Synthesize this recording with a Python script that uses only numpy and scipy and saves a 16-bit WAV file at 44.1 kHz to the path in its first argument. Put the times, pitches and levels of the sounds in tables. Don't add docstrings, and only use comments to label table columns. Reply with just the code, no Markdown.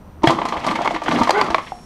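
import sys
import numpy as np
from scipy import signal
from scipy.fft import rfft, irfft, next_fast_len
from scipy.io import wavfile
from scipy.ndimage import map_coordinates

SR = 44100
rng = np.random.default_rng(int(sys.argv[2]) if len(sys.argv) > 2 else 0)


def materialize(psi):
    bounded = np.clip(np.atleast_2d(psi).T, -1, 1)
    quanta = np.round(bounded * 32767).astype(np.int16)
    wavfile.write(sys.argv[1], SR, quanta)


N = 81585
TIME = np.arange(N) / SR
TAIL = np.arange(SR // 3) / SR

# f/Hz, level/dB
BODY = [(60, -37.5), (160, -23.5), (400, -11), (620, -3), (1000, -1), (1200, -3.5), (1450, -14.5),
        (2200, -40)]
CRACK = [(900, -15.5), (1500, -3.5), (2000, 1.5), (2700, -5), (3300, -4), (4000, -14), (6000, -36.5)]
FIZZ = [(2600, -29), (4000, 1.5), (6200, -6), (7200, -10.5), (10500, -19.5), (15000, -35)]
# f/Hz, level/dB
SNAP_FIZZ = [(2600, -46), (4200, 9), (15000, -24)]
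# f/Hz, level/dB
HOLLOW = [(30, -34), (70, -16.5), (150, -2), (225, 3), (335, -2.5), (450, -8), (700, -26.5)]
# t/s, body level/dB, crack over body/dB, fizz over body/dB, panel f/Hz
KNOCKS = [(0.233, -18, -25, -18.5, 898), (0.2389, -16, -9, -26, 924), (0.295, -16, -8, -25, 954),
          (0.304, -16.5, -17, -12.5, 1035), (0.388, -23, -8, -23, 802), (0.416, -23, -5, -27, 927),
          (0.453, -19, -11, -16, 1028), (0.486, -42, 11.5, 8, 1248), (0.523, -21.5, -7.5, -23, 1117),
          (0.538, -31, -9, -29, 1090), (0.569, -23.5, -7, -22.5, 584), (0.644, -23.5, -10.5, -17, 923),
          (0.665, -21, -11, -8.5, 1167), (0.712, -20, -8.5, -15.5, 971), (0.755, -24.5, 0.5, -11.5, 918),
          (0.787, -21.5, -14, -33, 940), (0.817, -28.5, -7, -10, 733), (0.846, -24, -11, -13.5, 758),
          (0.857, -18.5, -8.5, -26, 1110), (0.907, -21.5, -10, -34, 692), (0.945, -33.5, 7.5, -21, 1047),
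          (0.961, -26, -3.5, -17, 980), (1.018, -24, -11, -23, 942), (1.035, -44.5, 6, 6, 1130),
          (1.061, -23.5, -5, -36, 770), (1.112, -23.5, 1, -24, 900), (1.214, -13.5, -30, -28, 912),
          (1.233, -24, -3.5, -5, 1207), (1.272, -18, -10.5, -20, 1103), (1.503, -21, -8.5, -14.5, 905),
          (1.581, -22, -5.5, -22, 1118), (1.671, -42.5, 3.5, -22, 1005)]
# t/s, body level/dB, crack over body/dB, fizz over body/dB, panel f/Hz,
# ping f/Hz, ping level/dB
SNAPS = [(0.2721, -15.5, 0, -10.5, 694, 3240, -3.5), (0.875, -19, -2.5, -21.5, 884, 2265, -10.5),
         (1.082, -21, -9.5, -41, 876, 1500, -6.5), (1.293, -10, -13.5, -21.5, 870, 1760, -10),
         (1.3061, -13.5, -8, -10.5, 545, 4685, -10.5), (1.4128, -13.5, -7, -12.5, 703, 4680, -11.5),
         (1.5451, -12.5, -5, -23, 1114, 2363, -6)]
# t/s, f/Hz,
# level/dB, t60/s (t60 is the time to fade by 60 dB)
BUMPS = [(0.2405, 325, 0.5, 0.062), (0.273, 135, -5, 0.058), (.296, 336.5, -19.5, 0.31),
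         (0.572, 70, -24.5, 0.094), (0.689, 210, -19.5, 0.16), (0.941, 317.5, -20.5, 0.22),
         (1.21, 244, -6, 0.048), (1.213, 92.5, -20, 0.11), (1.499, 63, -21, 0.074),
         (1.502, 328.6, -21.5, 0.21), (1.546, 651, -13, 0.058), (1.7203, 779, -11, 0.021),
         (1.721, 718, -27.5, 0.2)]
# t/s, wall level/dB, claw level/dB
SCRABBLE = [(.22, -36, -44), (.29, -24, -25), (.36, -28.5, -45), (.65, -35, -36.5), (.68, -19.5, -26.5),
            (.74, -32.5, -42), (.86, -31, -37), (.965, -27.5, -39.5), (.985, -57, -52),
            (1.05, -32.5, -42.5), (1.08, -23, -30.5), (1.2, -20, -28.5), (1.26, -36.5, -37.5),
            (1.41, -31, -34), (1.49, -26.5, -40), (1.65, -55.5, -44.5), (1.85, -61.5, -63)]
# t/s, f/Hz, level/dB
SKID = [(1.324, 359, -27), (1.351, 406.9, -19), (1.371, 427.1, -18), (1.39, 432.5, -15),
        (1.412, 423, -21.5), (1.43, 391, -30.5), (1.47, 366, -30.5)]
# multiple of the slip rate, level/dB
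SKID_TONES = [(1, 3), (2, 1), (3, -13), (3.6, -1.5), (5, -7)]
# f/Hz, level/dB, t60/s
BOTTLE_NOTES = [(236.5, -14.5, 0.19), (322.5, -1, 0.11), (696, -10.5, 0.2), (1170, -10.5, 0.2),
                (2174, -9, 0.18)]
# f/Hz, t60/s
ROOM_DECAY = [(100, 0.45), (2000, 0.33), (12000, 0.52)]
# f/Hz, level/dB
ROOM_NOISE = [(22, -14), (36, -4), (55, -12.5), (200, -10.5), (450, -20.5), (1050, -23.5), (2000, -37.5),
              (15000, -60.5)]
# f/Hz, level/dB
HISS = [(2000, -24), (6000, 2), (10500, -0.5), (14000, -20)]


def amp(db):
    return 10 ** (np.asarray(db) / 20)


def unit(x):
    return x / np.sqrt(np.mean(x ** 2) + 1e-20)


def along(points, hz):
    freqs, values = np.transpose(points)
    return np.interp(np.log(hz + 1), np.log(freqs + 1), values)


def curves(rows):
    times, *columns = np.transpose(rows)
    return [np.interp(TIME, times, column) for column in columns]


def wobble(rate):
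    return map_coordinates(rng.standard_normal(4096), [TIME * rate], mode="wrap")


def add(out, start_s, x):
    part = out[max(round(start_s * SR), 0):][:len(x)]
    part += x[:len(part)]


def colour(x, points, size=4096):
    hz = np.fft.rfftfreq(size, 1 / SR)
    gain = amp(along(points, hz)) / np.maximum(hz / points[-1][0], 1) ** 4
    cepstrum = irfft(np.log(gain))
    cepstrum[1:size // 2] *= 2
    cepstrum[size // 2 + 1:] = 0
    response = irfft(np.exp(rfft(cepstrum)))
    return signal.fftconvolve(x, response)[:len(x)]


def note(hz, db, t60, attack_s):
    return -amp(db - 60 * TAIL / t60) * np.sin(2 * np.pi * hz * TAIL) * (1 - np.exp(-TAIL / attack_s))


def blows(rows, fizz, t60, push, spiky_db, energy_s, rise_s):
    out = np.zeros(N)
    for start, db, crack_db, fizz_db, *_ in rows:
        for spectrum, level in (BODY, db), (CRACK, db + crack_db), (fizz, db + fizz_db):
            noise, sizes = rng.standard_normal((2, len(TAIL)))
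            force = noise * amp(spiky_db * sizes - 60 * TAIL / t60)
            force[0] += push * np.linalg.norm(force)
            if spectrum is fizz:
                force *= 1 - np.exp(-TAIL / rise_s)
            sound = colour(force, spectrum)
            add(out, start, amp(level) * np.sqrt(energy_s * SR) * sound / np.linalg.norm(sound))
    return out


def knocks(t60=0.059, panel_over_body_db=7):
    out = amp(-0.5) * blows(KNOCKS, FIZZ, t60, push=0.19, spiky_db=5, energy_s=0.01, rise_s=0.00067)
    for start, db, _, _, panel_hz in KNOCKS:
        add(out, start, note(panel_hz, db + panel_over_body_db, t60, attack_s=0.0013))
    return out


def snaps(panel_over_body_db=9.5, attack_s=0.00086):
    out = blows(SNAPS, SNAP_FIZZ, t60=0.026, push=0.27, spiky_db=3, energy_s=0.011, rise_s=0.00042)
    out *= amp(-0.5)
    for start, db, _, _, panel_hz, ping_hz, ping_db in SNAPS:
        panel = note(panel_hz, db + panel_over_body_db, t60=0.029, attack_s=attack_s)
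        ping = note(ping_hz, ping_db, t60=0.017, attack_s=attack_s)
        add(out, start, panel + ping)
    return out


def bumps(attack_cycles=0.27):
    out = np.zeros(N)
    for start, hz, db, t60 in BUMPS:
        add(out, start, note(hz, db, t60, attack_cycles / hz))
    return out


def crackle(spectrum, size_db, clump_db, rub, ticks_per_s=1500):
    ticks = (rng.random(N) < ticks_per_s / SR) * rng.choice([-1, 1], N)
    sizes = amp(size_db * np.minimum(rng.exponential(size=N), 2))
    force = unit(ticks * sizes) + rub * rng.standard_normal(N)
    clumps = amp(clump_db * wobble(90))
    return unit(colour(force * clumps, spectrum))


def scrabble():
    wall_db, claw_db = curves(SCRABBLE)
    ticking = crackle(CRACK, size_db=4, clump_db=4, rub=0.24)
    scratching = amp(-8.5) * crackle(FIZZ, size_db=4, clump_db=3.5, rub=0.74)
    wall = crackle(BODY, size_db=7.5, clump_db=3.5, rub=0.76)
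    rumble = amp(-4) * crackle(HOLLOW, size_db=3, clump_db=3, rub=0.66)
    fade_in = np.clip((TIME - SCRABBLE[0][0]) / 0.0025, 0, 1)
    return (amp(wall_db) * (wall + rumble) + amp(claw_db) * (ticking + scratching)) * fade_in


def skid(jitter=0.0297, flutter_db=3, rasp_db=-4, fade_s=0.008):
    hz, db = curves(SKID)
    phase = 2 * np.pi * np.cumsum(hz * (1 + jitter * wobble(300))) / SR
    tone = sum(amp(level + flutter_db * wobble(120)) * np.sin(k * phase) for k, level in SKID_TONES)
    slips = rng.standard_normal(N) * (1 + np.cos(phase)) ** 2
    rasp = unit(colour(slips, BODY)) + amp(-13.5) * unit(colour(slips, CRACK))
    fade = np.clip(np.minimum(TIME - SKID[0][0], SKID[-1][0] - TIME) / fade_s, 0, 1)
    return (unit(tone) + amp(rasp_db) * rasp) * amp(db) * fade


def ringing(x, level_db=-22):
    notes = sum(amp(db - 60 * TAIL / t60) * np.cos(2 * np.pi * hz * TAIL) for hz, db, t60 in BOTTLE_NOTES)
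    return signal.fftconvolve(x, notes / np.linalg.norm(notes))[:N] * amp(level_db)


def room(x, level_db=-7.5, delay_s=0.005):
    hz, t, noise = signal.stft(rng.standard_normal(SR // 2), SR, nperseg=256)
    decay = amp(-60 * t / along(ROOM_DECAY, hz)[:, None])
    echo = signal.istft(noise * decay, SR, nperseg=256)[1]
    out = np.zeros(N)
    add(out, delay_s, signal.fftconvolve(x, echo / np.linalg.norm(echo)))
    return amp(level_db) * out


def opening_hum(whine_hz=2934, shut_s=0.225, drone_hz=78.8, drone_s=0.4):
    overtones = sum(np.sin(2 * np.pi * k * whine_hz * TIME) for k in range(2, 6))
    drone = np.sin(2 * np.pi * drone_hz * TIME + 0.5 * wobble(17.2))
    swell = np.sin(np.pi * np.minimum(TIME / drone_s, 1))
    return amp(-72.5) * overtones * (TIME < shut_s) + amp(-40) * drone * swell


def closing_hiss(start_s=1.61, whine_hz=5512):
    hiss = amp(-58.5) * unit(colour(rng.standard_normal(N), HISS))
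    whine = amp(-53.5) * np.sin(2 * np.pi * whine_hz * TIME)
    return (hiss + whine) * np.clip((TIME - start_s) / 0.012, 0, 1)


def background(noise_db=-42.5):
    return opening_hum() + closing_hiss() + amp(noise_db) * unit(colour(rng.standard_normal(N), ROOM_NOISE))


def scene(snap_echo_db=-6, bump_echo_db=-5):
    contacts = knocks() + scrabble() + skid()
    cracks, thuds = snaps(), bumps()
    bottle = contacts + cracks + thuds + ringing(contacts + cracks)
    into_room = contacts + amp(snap_echo_db) * cracks + amp(bump_echo_db) * thuds
    return (bottle + room(into_room) + background())[None]


def record(dry, ceiling=0.98, hardness=6, top_hz=15700):
    rounded = dry / (1 + np.abs(dry / ceiling) ** hardness) ** (1 / hardness)
    size = next_fast_len(N + 4096)
    in_band = np.fft.rfftfreq(size, 1 / SR) < top_hz
    return irfft(rfft(rounded, size) * in_band, size)[..., :N]


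dry = scene()
out = record(dry)
materialize(out)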